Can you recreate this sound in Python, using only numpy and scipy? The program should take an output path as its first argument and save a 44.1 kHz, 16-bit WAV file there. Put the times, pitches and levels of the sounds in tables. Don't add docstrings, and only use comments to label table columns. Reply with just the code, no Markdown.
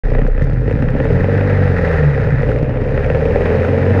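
import sys
import numpy as np
from scipy import signal
from scipy.fft import rfft, irfft, next_fast_len
from scipy.io import wavfile
from scipy.ndimage import uniform_filter1d, minimum_filter1d, map_coordinates

SR = 44100
rng = np.random.default_rng(int(sys.argv[2]) if len(sys.argv) > 2 else 0)


def digitize_waveform(pressure):
    field = np.atleast_2d(pressure).T
    bounded = np.clip(field, -1, 1)
    quanta = np.round(bounded * 32767).astype(np.int16)
    wavfile.write(sys.argv[1], SR, quanta)


N = 176400

# frequency in Hz, gain in dB.
METAL_COLOUR = [(450, -24), (760, 1), (900, -7.5), (1100, -11), (1320, -2), (1500, -2.5), (1780, 1.5),
                (1950, 1), (2180, -10.5), (2480, -11.5), (2850, -23.5), (3400, -26.5), (4500, -33.5),
                (7000, -62.5)]
# time in seconds, then bark, tap and hiss levels in dB before trim.
UPPER_LEVELS = [(0.11, -25, -35.8, -58), (0.2, -20.3, -34, -61.5), (0.33, -29, -38.5, -65),
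                (0.43, -25, -34.5, -59.5), (0.58, -30.5, -39.5, -64), (0.7, -22, -36, -57.5),
                (0.83, -26, -34, -57.5), (0.94, -22, -35.7, -60), (1.03, -20.5, -32.5, -55),
                (1.4, -18.2, -28.5, -53.5), (1.7, -20.5, -28, -53), (1.95, -17.5, -24.5, -50.5),
                (2.1, -23, -29.5, -55), (2.25, -19, -29.5, -54), (2.35, -27.5, -29.5, -58),
                (2.48, -17, -31, -53.5), (2.6, -21, -39, -57.5), (2.73, -22.5, -36.7, -63),
                (2.87, -21, -36, -57.1), (3.0, -20, -31, -55.5), (3.3, -16.5, -32.5, -53.5),
                (3.55, -15.5, -29.5, -51.5), (3.75, -16.5, -31.5, -53), (3.95, -16.5, -29.5, -52.0)]


def amp(db):
    return 10 ** (np.asarray(db) / 20)


def curves(rows):
    times_s, *columns = np.transpose(rows)
    return [np.interp(np.arange(N) / SR, times_s, column) for column in columns]


def wobble(rate_hz):
    knots = rng.standard_normal(int(N * rate_hz / SR) + 4)
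    return map_coordinates(knots, [np.arange(N) * rate_hz / SR])


def steady(x):
    power = uniform_filter1d(uniform_filter1d(x * x, size=6000), size=6000)
    return x / np.sqrt(np.abs(power) + 1e-14)


def ring(x, colour):
    size = 2 * next_fast_len(N // 2 + 8192)
    bins_hz = np.fft.rfftfreq(size, 1 / SR)
    hz, db = np.transpose(colour)
    gain = amp(np.interp(np.log(bins_hz + 1), np.log(hz + 1), db))
    gain /= 1 + (bins_hz / (2 * hz.max())) ** 4
    cepstrum = irfft(np.log(np.maximum(gain, 1e-6)), size)
    cepstrum[1:size // 2] *= 2
    cepstrum[size // 2 + 1:] = 0
    return irfft(rfft(x, size) * np.exp(rfft(cepstrum)), size)[:N]


def puffs(hits, decay_s):
    decay = np.exp(-np.arange(SR // 8) / SR / decay_s)
    return signal.fftconvolve(hits, decay / np.linalg.norm(decay))[:N] * rng.standard_normal(N)


def strokes(turns, cylinders_db, scatter_db, jitter_s, per_turn=2):
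    stroke = np.arange(np.ceil(turns[0] * per_turn), turns[-1] * per_turn).astype(int)
    timing, strength = rng.standard_normal((len(stroke), 2)).T
    at = np.interp(stroke / per_turn, turns, np.arange(N)) + jitter_s * SR * timing
    cylinder = (stroke * 2 // per_turn) % len(cylinders_db)
    level_db = np.asarray(cylinders_db)[cylinder] + scatter_db * strength
    return np.bincount(np.clip(at, 0, N - 1).astype(int), amp(level_db), N)


def blows(rows, colour, decay_s, rough):
    out = np.zeros(2 * N)
    body = ring(signal.unit_impulse(N), colour)[:SR // 8]
    decay = np.exp(-np.arange(SR // 8) / SR / decay_s)
    for start_s, peak_db in rows:
        push = rough * decay / np.linalg.norm(decay) * rng.standard_normal(len(decay))
        push[0] += 1
        blow = signal.fftconvolve(push, body)
        out[round(start_s * SR):][:len(blow)] += amp(peak_db) * blow / np.abs(blow).max()
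    return out[:N]


def voice(hits, colour, rough, decay_s, flow):
    drive = steady(hits + rough * puffs(hits, decay_s)) + flow * rng.standard_normal(N)
    return steady(ring(drive, colour))


def drone(turns, orders_db, flutter_db):
    trims_db = [0.15, 1.2, 1.1, 0.74, -0.27]
    out = np.zeros(N)
    for order, (level_db, trim_db) in enumerate(zip(orders_db, trims_db), start=1):
        rms = amp(level_db + trim_db + flutter_db * wobble(rate_hz=16))
        out += np.sqrt(2) * rms * np.sin(2 * np.pi * (order * turns + rng.random()))
    return out


def exhaust(turns):
    cylinders_db = [6.5, -3.5, -2.5, 4]
    # time in seconds, then boom and rasp levels in dB before trim.
    levels = [(0.05, -25.5, -36), (0.2, -17.5, -22), (0.35, -30, -32.5), (0.44, -16, -28.5),
              (0.6, -18, -27.5), (0.75, -16, -22.5), (0.95, -19.5, -21), (1.13, -17, -24),
              (1.35, -27.5, -23.5), (1.7, -22.5, -26), (2.05, -23, -30.5), (2.25, -16, -28),
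              (2.5, -16.5, -26), (2.75, -26.5, -26), (3.05, -20, -28), (3.4, -22, -26),
              (3.97, -20.5, -21.5)]
    # start in seconds, peak in dB.
    coughs = [(0.421, -6), (0.533, -6.5), (0.801, -7.5), (2.628, -4), (2.695, -11.5), (2.818, -9.5)]
    # frequency in Hz, gain in dB.
    boom_colour = [(40, -28), (70, -10.5), (100, -1.5), (125, 2), (148, -3), (180, -18.5), (350, -43.5),
                   (900, -74)]
    rasp_colour = [(90, -37), (165, -9), (200, -2.5), (240, 0), (290, 0), (320, -5.5), (365, -14),
                   (600, -30.5), (1500, -62)]
    cough_colour = [(30, -11.5), (125, 6), (280, -7.5), (600, -30), (2000, -46)]
    boom_db, rasp_db = curves(levels)
    firings = strokes(turns, cylinders_db, scatter_db=2.5, jitter_s=0.00042)
    boom = amp(boom_db + 0.25) * voice(firings, boom_colour, rough=0.85, decay_s=0.012, flow=0.45)
    rasp = amp(rasp_db - 0.3) * voice(firings, rasp_colour, rough=0.4, decay_s=0.012, flow=0.68)
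    return boom + rasp + blows(coughs, cough_colour, decay_s=0.0088, rough=0.13)


def bark(turns):
    cylinders_db = [5, 2, -0.5, -3.5]
    # frequency in Hz, gain in dB.
    throat_colour = [(200, -45.5), (350, -22), (410, -2.5), (460, 1), (515, 0), (590, -7), (690, -17.5),
                     (770, -16), (950, -22.5), (1200, -29), (1900, -30.5), (2550, -29.5), (3300, -44.5),
                     (5000, -67)]
    # start in seconds, peak in dB before trim.
    hard_firings = [(0.191, -12), (0.711, -9.5), (1.002, -8), (1.054, -8.5), (1.102, -10), (1.244, -6.5),
                    (1.411, -8.5), (1.876, -8.5), (2.494, -14.5), (2.977, -10), (3.045, -10), (3.101, -6.5),
                    (3.148, -8), (3.255, -8), (3.359, -6.5), (3.456, -12.5), (3.503, -10.5), (3.585, -13)]
    bark_db, _, _ = curves(UPPER_LEVELS)
    firings = strokes(turns, cylinders_db, scatter_db=2.5, jitter_s=0.0001)
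    running = amp(bark_db - 0.72) * voice(firings, throat_colour, rough=0.79, decay_s=0.0072, flow=1.0)
    cracks = amp(-14) * blows(hard_firings, METAL_COLOUR, decay_s=0.002, rough=1.5)
    accents = amp(-1) * blows(hard_firings, throat_colour, decay_s=0.0034, rough=0.29)
    return running + accents + cracks


def valve_clatter(turns):
    cylinders_db = [0.61, -0.13, -0.49, -0.35]
    # frequency in Hz, gain in dB.
    hiss_colour = [(2000, -18), (3400, -6), (3740, 4), (4100, -1), (5000, -1), (5500, -3), (5900, -11),
                   (6350, -5.5), (7100, -15), (9000, -20.5), (10000, -16), (11000, -20), (13000, -23.5),
                   (15000, -30)]
    # start in seconds, peak in dB before trim.
    knocks = [(0.1491, -21), (0.4189, -20), (0.7898, -26), (0.8859, -19), (1.35, -19), (3.4592, -15)]
    _, tap_db, hiss_db = curves(UPPER_LEVELS)
    hits = strokes(turns, cylinders_db, scatter_db=4, jitter_s=0.0002, per_turn=4)
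    taps = amp(tap_db) * voice(hits, METAL_COLOUR, rough=2.1, decay_s=0.0051, flow=0.69)
    hiss = amp(hiss_db) * voice(hits, hiss_colour, rough=5, decay_s=0.0033, flow=1.15)
    return taps + hiss + amp(2.5) * blows(knocks, METAL_COLOUR, decay_s=0.003, rough=4.8)


def wind(level_db, gust_db):
    # frequency in Hz, gain in dB.
    rumble_colour = [(8, -11), (25, 5), (60, -7), (120, -7), (300, -16), (1000, -45.5)]
    gusts = amp(level_db + gust_db * wobble(rate_hz=6.886))
    return gusts * steady(ring(rng.standard_normal(N), rumble_colour))


def loose_fittings():
    # start in seconds, peak in dB before trim.
    ticks = [(0.1915, -45.5), (0.2753, -39), (0.321, -46), (0.425, -41), (0.4425, -37), (0.4998, -45),
             (0.5429, -46), (0.608, -46), (0.7122, -44.5), (0.9044, -45), (1.0482, -42), (1.2028, -47.5),
             (2.502, -41), (2.6963, -45), (3.0635, -44), (3.1704, -46), (3.2591, -45)]
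    # frequency in Hz, gain in dB.
    tick_colour = [(1500, -26.5), (3500, -2), (5000, 3.5), (7500, -6.5), (12000, -13), (16000, -30.5)]
    return amp(0.5) * blows(ticks, tick_colour, decay_s=0.0018, rough=3.1)


def scene():
    # time in seconds, speed in turns per second, levels of orders 1-5 in dB before trim.
    crank = [(0.05, 14.95, -35, -14, -21, -37, -38), (0.27, 15.41, -49, -13, -30, -35, -35.5),
             (0.4, 15.63, -38, -14, -33, -28, -24), (0.52, 19.5, -42, -18, -40, -36, -30),
             (0.68, 25.57, -38, -21.5, -42, -38, -28), (0.88, 31.1, -15.5, -29, -33.5, -35.5, -18),
             (1.02, 37.91, -22, -25.5, -30, -36, -47), (1.15, 43.76, -23, -20.5, -23.5, -22.5, -40),
             (1.3, 48.11, -33, -17.5, -19, -31, -35), (1.45, 49.33, -28, -15, -23.5, -38, -28),
             (1.62, 47.6, -27, -14, -18.5, -29.5, -38), (1.8, 43.54, -25, -18.5, -33, -24.5, -40),
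             (1.95, 39.47, -26, -19, -47, -21, -44), (2.08, 35.99, -31, -23, -29, -11, -44),
             (2.2, 32.56, -30, -26, -21, -27.5, -28.5), (2.33, 28.91, -26.5, -27, -38, -34, -12),
             (2.45, 25.48, -23, -21.5, -49, -16, -22), (2.6, 29.88, -31, -25, -36, -17.5, -28),
             (2.8, 32.78, -24.5, -30.5, -23.5, -21.5, -41.5), (3.05, 36.49, -26.5, -22.5, -32, -29, -33),
             (3.4, 41.24, -22.5, -22, -34.5, -35.5, -30.5), (3.7, 44.52, -38, -17.5, -24, -44, -28),
             (3.97, 47.65, -36, -14, -29.5, -32.5, -25.5)]
    speed_hz, *orders_db = curves(crank)
    hard_cylinder_s = 3.456
    turns = np.cumsum(speed_hz) / SR
    turns -= turns[round(hard_cylinder_s * SR)]
    engine = drone(turns, orders_db, flutter_db=0.85)
    engine += exhaust(turns) + bark(turns) + valve_clatter(turns)
    return (engine + loose_fittings() + wind(level_db=-29.5, gust_db=5.0))[None]


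def record(dry):
    start_s, fade_s, ceiling, cutoff_hz = 0.035, 0.003, 0.8, 15300
    t = np.arange(N) / SR
    faded = dry[0] * np.clip(np.minimum(t - start_s, t[-1] - t) / fade_s, 0, 1)
    safe_gain = np.minimum(1, ceiling / (np.abs(faded) + 1e-9))
    limited = faded * uniform_filter1d(minimum_filter1d(safe_gain, size=300), size=300)
    lowpass = signal.ellip(10, 0.1, 90, cutoff_hz, fs=SR, output="sos")
    return signal.sosfilt(lowpass, limited)[None]


dry = scene()
out = record(dry)
digitize_waveform(out)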